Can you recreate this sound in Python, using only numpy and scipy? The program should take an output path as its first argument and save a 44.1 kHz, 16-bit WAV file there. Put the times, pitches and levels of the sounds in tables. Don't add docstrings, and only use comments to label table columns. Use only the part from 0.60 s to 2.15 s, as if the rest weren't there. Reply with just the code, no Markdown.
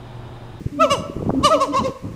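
import sys
import numpy as np
from scipy import signal
from scipy.fft import rfft, irfft, next_fast_len
from scipy.io import wavfile
from scipy.ndimage import map_coordinates

SR = 44100
rng = np.random.default_rng(int(sys.argv[2]) if len(sys.argv) > 2 else 0)


def file_out(sig):
    cols = np.atleast_2d(sig).T
    lim = np.clip(cols, -1, 1)
    pcm = np.round(lim * 32767).astype(np.int16)
    wavfile.write(sys.argv[1], SR, pcm)


N = 68355

# (frequency [Hz], gain [dB])
DISTANT_EQ = [(30, -6), (60, 6), (200, -20), (500, -24), (1500, -48)]
AIR_EQ = [(880, -12), (1500, 1.5), (2160, 2), (3600, -5.5), (6810, -7), (14200, -20), (15000, -14)]
BUFFET_EQ = [(20, -25), (50, -9), (100, 0.5), (180, -0.5), (300, -3), (450, -12), (700, -23.5), (1200, -22),
             (2500, -84), (6000, -93)]
# (time [s], relative level [dB])
BUFFET_RIDE = [(0, -42), (.04, -43.5), (.1, -40), (.128, -45.5), (.16, -45), (.29, -44), (.32, -27.5),
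               (.36, -45), (.39, -30), (.44, -35.5), (.53, -45), (.57, -31), (.65, -35), (.7, -26.5),
               (.73, -34), (.8, -30), (.85, -26.5), (.9, -40), (1.07, -45.5), (1.17, -39.5), (1.22, -24),
               (1.26, -35), (1.295, -28), (1.33, -56), (1.41, -59), (1.44, -32), (1.55, -39)]
# (time [s], peak [dB], pitch [Hz], width [s])
AIR_THUMPS = [(.009, -19.5, 225, 0.0012), (.064, -10.5, 121.1, 0.0031), (.067, -18.5, 304, 0.0013),
              (0.388, -24, 162, 0.0086), (.5, -17, 334, 0.0014), (.567, -12, 230, 0.00096),
              (0.61, -24, 420, 0.0024), (0.624, -14.5, 394, 0.00062), (.63, -11.5, 318, 0.00094),
              (.663, -17.5, 448.6, 0.00076), (0.672, -16, 150, .003), (0.682, -13.5, 323, .002),
              (.695, -15.5, 194, 0.0052), (.695, -10, 650, 0.00081), (.704, -9, 750, 0.00036),
              (0.707, -7, 302, 0.00083), (0.739, -11.5, 350, 0.001), (0.748, -18.5, 590, 0.00095),
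              (1.2, -23, 149, 0.0025), (1.219, -13, 183, 0.0025), (1.289, -31.5, 170, .005)]
# (frequency [Hz], time to fall 60 dB [s])
REVERB_DECAY = [(250, 0.21), (550, 0.77), (1100, 0.78), (2500, 0.78), (7000, 0.26), (14000, .25)]
# (frequency [Hz], gain [dB])
REVERB_EQ = [(250, -1), (550, 1), (1150, -3.5), (2000, -6.5), (7000, 0), (14000, -2)]
# (start [s], end [s], pitch [Hz], level [dB])
SAC_BOOMS = [(0.128, 0.206, 291.8, -29.5), (0.191, 0.259, 262.9, -22), (0.752, 0.796, 266.2, -16),
             (0.938, 0.983, 291, -23), (1.083, 1.123, 288, -23)]
# (crest [s], swell [s], fade [s], top pitch [Hz], pitch sag [octaves/s], relative level [dB],
# fundamental trim [dB], overtone trim [dB], treble drive [dB], sizzle drive [dB],
# mouth resonance [Hz], ape [0 round, 1 harsh])
BARK_CUES = [(.220, 0.019, 0.029, 662.3, 9.74, -9, -5.5, -0.5, 5, 3.5, 2700, 0),
             (.318, 0.017, 0.032, 576, 10.66, -19, -5, 7.5, -3, 9, 6330, 1),
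             (0.856, 0.019, .027, 600.3, 14.2, -12, -13, 3.5, 5, 5.5, 3730, 1),
             (.923, 0.018, 0.031, 649.4, 9.65, -12.5, -2.5, -1.5, 7.5, -11, 1937, 0),
             (1.02, 0.017, .028, 554.4, 10.4, -18, -9, 0, 10.5, 2, 4120, 1),
             (1.146, 0.017, 0.013, 523.6, 6, -27.5, -0.5, 4, -1, -3, 2090, 1),
             (1.177, 0.026, .027, 554.6, 12.7, -18.5, -16, 1, 2.5, -2, 4060, 1),
             (1.257, 0.022, 0.025, 539.5, 8, -32, 7, 7, 13, -7, 2074, 1)]
# (frequency [Hz], gain [dB])
ROUND_THROAT = [(500, 2), (585, 8), (670, -4.5), (900, 25), (1150, -3), (1320, -2), (1450, -10),
                (1650, -50), (1980, -24), (2300, -7), (2600, -25.5), (2870, -4), (3250, -32), (3600, -19),
                (4000, -34.5), (4600, -38), (6500, -38), (9000, -54), (12000, -55), (15000, -71)]
HARSH_THROAT = [(400, 1), (540, 5), (620, 8.5), (800, 5.5), (1000, 5.5), (1200, 0.5), (1500, -20),
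                (1750, -28), (2300, -19.5), (2550, -29), (2780, -11.5), (2960, -8.5), (3220, -29.5),
                (3900, -20), (4400, -30), (4900, -21.5), (6200, -27.5), (8400, -35.5), (10500, -45),
                (13000, -55), (15000, -53)]
BREATH_EQ = [(300, -30), (1200, -37), (1700, -3), (2900, -1.5), (3400, -9.5), (6500, -6.5), (9000, -30),
             (12000, -19.5), (15000, -47)]
# (frequency [Hz], base noise share [ratio])
RASP_SHARE = [(600, .035), (1300, .055), (3000, .12), (6000, .25), (12000, .5)]
# (frequency [Hz], depth [ratio])
FLICKER_DEPTH = [(1200, 0.89), (2000, 0.56), (4000, 1)]
# (frequency [Hz], share of drive [ratio])
TREBLE_SHELF = [(3000, 0), (6000, 0.43)]
SIZZLE_SHELF = [(6500, 0.1), (8500, 0.67)]

ARCH_S = .014
COLLAPSE_AFTER_S, COLLAPSE_OCTAVES_PER_S = 0.0282, 6.5
EDGE_DB, SWELL_POWER, FADE_POWER = 11, 2.44, 1.88
OVERTONE_SLOPE, FUND_SLOPE = 1.18, 0.57
FUND_LAG_S, BREATH_LAG_S = (0.0027, 0.006), .016
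MOUTH_DB, MOUTH_OCTAVES = 10, 0.053
JITTER, JITTER_HZ, RASP_HZ, FLICKER_HZ = .004, 400, 330, 45
CLEANEST_S, EDGE_RASP = -0.0059, .9
LOUD_DB, SOFT_RASP_PER_DB = -13, .09


def amp(db):
    return 10 ** (np.asarray(db) / 20)


def unit(x):
    return x / np.sqrt(np.mean(x ** 2) + 1e-20)


def along(points, hz):
    f, v = np.transpose(points)
    return np.interp(np.log(hz + 1), np.log(f + 1), v)


def wobble(rate):
    return map_coordinates(rng.standard_normal(N // 8), [np.arange(N) * rate / SR], mode="wrap")


def filtered(x, response):
    m = next_fast_len(N + SR // 2)
    return irfft(rfft(x, m) * response(np.fft.rfftfreq(m, 1 / SR)), m)[:N]


def noise(eq):
    return unit(filtered(rng.standard_normal(N), lambda hz: amp(along(eq, hz))))


def outdoor_bed(rumble_db=-47, hiss_db=-53):
    return amp(rumble_db) * noise(DISTANT_EQ) + amp(hiss_db) * noise(AIR_EQ)


def buffeting(trim_db=4.5, lump_db=2, lump_hz=110):
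    t = np.arange(N) / SR
    ride = amp(np.interp(t, *np.transpose(BUFFET_RIDE)) + trim_db)
    out = ride * unit(noise(BUFFET_EQ) * amp(lump_db * wobble(lump_hz)))
    for at, db, hz, width in AIR_THUMPS:
        out -= amp(db) * np.exp(-((t - at) / width) ** 2 / 2) * np.cos(2 * np.pi * hz * (t - at))
    return out


def enclosure(x, send_db=-10, predelay_s=.028):
    hz, t, spectrum = signal.stft(rng.standard_normal(SR), SR, nperseg=256)
    t60 = along(REVERB_DECAY, hz)[:, None]
    decay = amp(along(REVERB_EQ, hz)[:, None] - 60 * t / t60)
    equal_energy = np.sqrt(2 * np.log(1000) / t60 / SR)
    tail = signal.istft(spectrum * decay * equal_energy, SR, nperseg=256)[1]
    wet = signal.fftconvolve(x, tail)[:N]
    return amp(send_db) * filtered(wet, lambda f: np.exp(-2j * np.pi * f * predelay_s))


def booms(attack_s=0.019, release_s=0.0043, octave_db=-22):
    t, out = np.arange(N) / SR, np.zeros(N)
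    for start, end, hz, db in SAC_BOOMS:
        gate = (1 + np.tanh((t - start) / attack_s)) * (1 - np.tanh((t - end) / release_s)) / 4
        waver = np.cumsum(0.0055 * wobble(70)) / SR
        phase = 2 * np.pi * hz * (t - start + waver)
        out += amp(db) * gate * np.sqrt(2) * (np.sin(phase) + amp(octave_db) * np.sin(2 * phase))
    return out


def effort(dt, swell, fade):
    return -EDGE_DB * np.where(dt < 0, abs(dt / swell) ** SWELL_POWER, abs(dt / fade) ** FADE_POWER)


def barks(harmonics=30, breath_db=-31, flicker_db=3):
    t, out = np.arange(N) / SR, np.zeros(N)
    tremble, breath_noise = wobble(JITTER_HZ), noise(BREATH_EQ)
    rasp = np.array([wobble(RASP_HZ) + 1j * wobble(RASP_HZ) for _ in range(harmonics)])
    flicker = flicker_db * np.array([wobble(FLICKER_HZ) for _ in range(harmonics)])
    k = np.arange(harmonics)[:, None] + 1
    for (crest, swell, fade, top_hz, sag, db,
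         fund_db, over_db, treble, sizzle, mouth_hz, ape) in BARK_CUES:
        near = abs(t - crest) < .1
        dt = t[near] - crest
        arch = sag * (np.hypot(dt, ARCH_S) - ARCH_S)
        collapse = ape * COLLAPSE_OCTAVES_PER_S * np.maximum(dt - COLLAPSE_AFTER_S, 0)
        pitch = top_hz * 2 ** (-arch - collapse) * (1 + JITTER * tremble[near])
        phase = 2 * np.pi * np.cumsum(pitch) / SR
        hz = k * pitch

        push = effort(dt, swell, fade)
        fundamental = FUND_SLOPE * effort(dt - FUND_LAG_S[ape], swell, fade) + fund_db
        mouth = MOUTH_DB * np.exp(-(np.log2(hz / mouth_hz) / MOUTH_OCTAVES) ** 2)
        shelves = treble * along(TREBLE_SHELF, hz) + sizzle * along(SIZZLE_SHELF, hz)
        wander = flicker[:, near] * along(FLICKER_DEPTH, hz)
        overtones = OVERTONE_SLOPE * push + over_db + mouth + shelves + wander
        throat = along(HARSH_THROAT if ape else ROUND_THROAT, hz)
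        level = np.select([k == 1, k == 2], [fundamental, push], overtones) + throat

        edges = EDGE_RASP * abs(dt - CLEANEST_S) / fade
        softness = SOFT_RASP_PER_DB * (LOUD_DB - db - over_db)
        share = np.clip(along(RASP_SHARE, hz) * np.exp(edges + softness), 0, 1)
        grit = np.sqrt(1 - share ** 2) + share * rasp[:, near] / np.sqrt(2)
        partials = grit * np.exp(1j * (k * phase + 2 * np.pi * rng.random((harmonics, 1))))
        voice = np.sqrt(2) * np.sum(amp(level) * partials.imag, axis=0)

        breath_gain = amp(breath_db + over_db + treble + effort(dt - BREATH_LAG_S, swell, fade))
        breath = breath_gain * breath_noise[near] * (1 + np.cos(phase))
        out[near] += amp(db) * (voice + breath)
    return out


def scene():
    apes = barks() + booms()
    return (apes + enclosure(apes) + buffeting() + outdoor_bed())[None]


def record(dry):
    cutoff_hz = 15300
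    return filtered(dry[0], lambda hz: hz < cutoff_hz)[None]


dry = scene()
out = record(dry)
file_out(out)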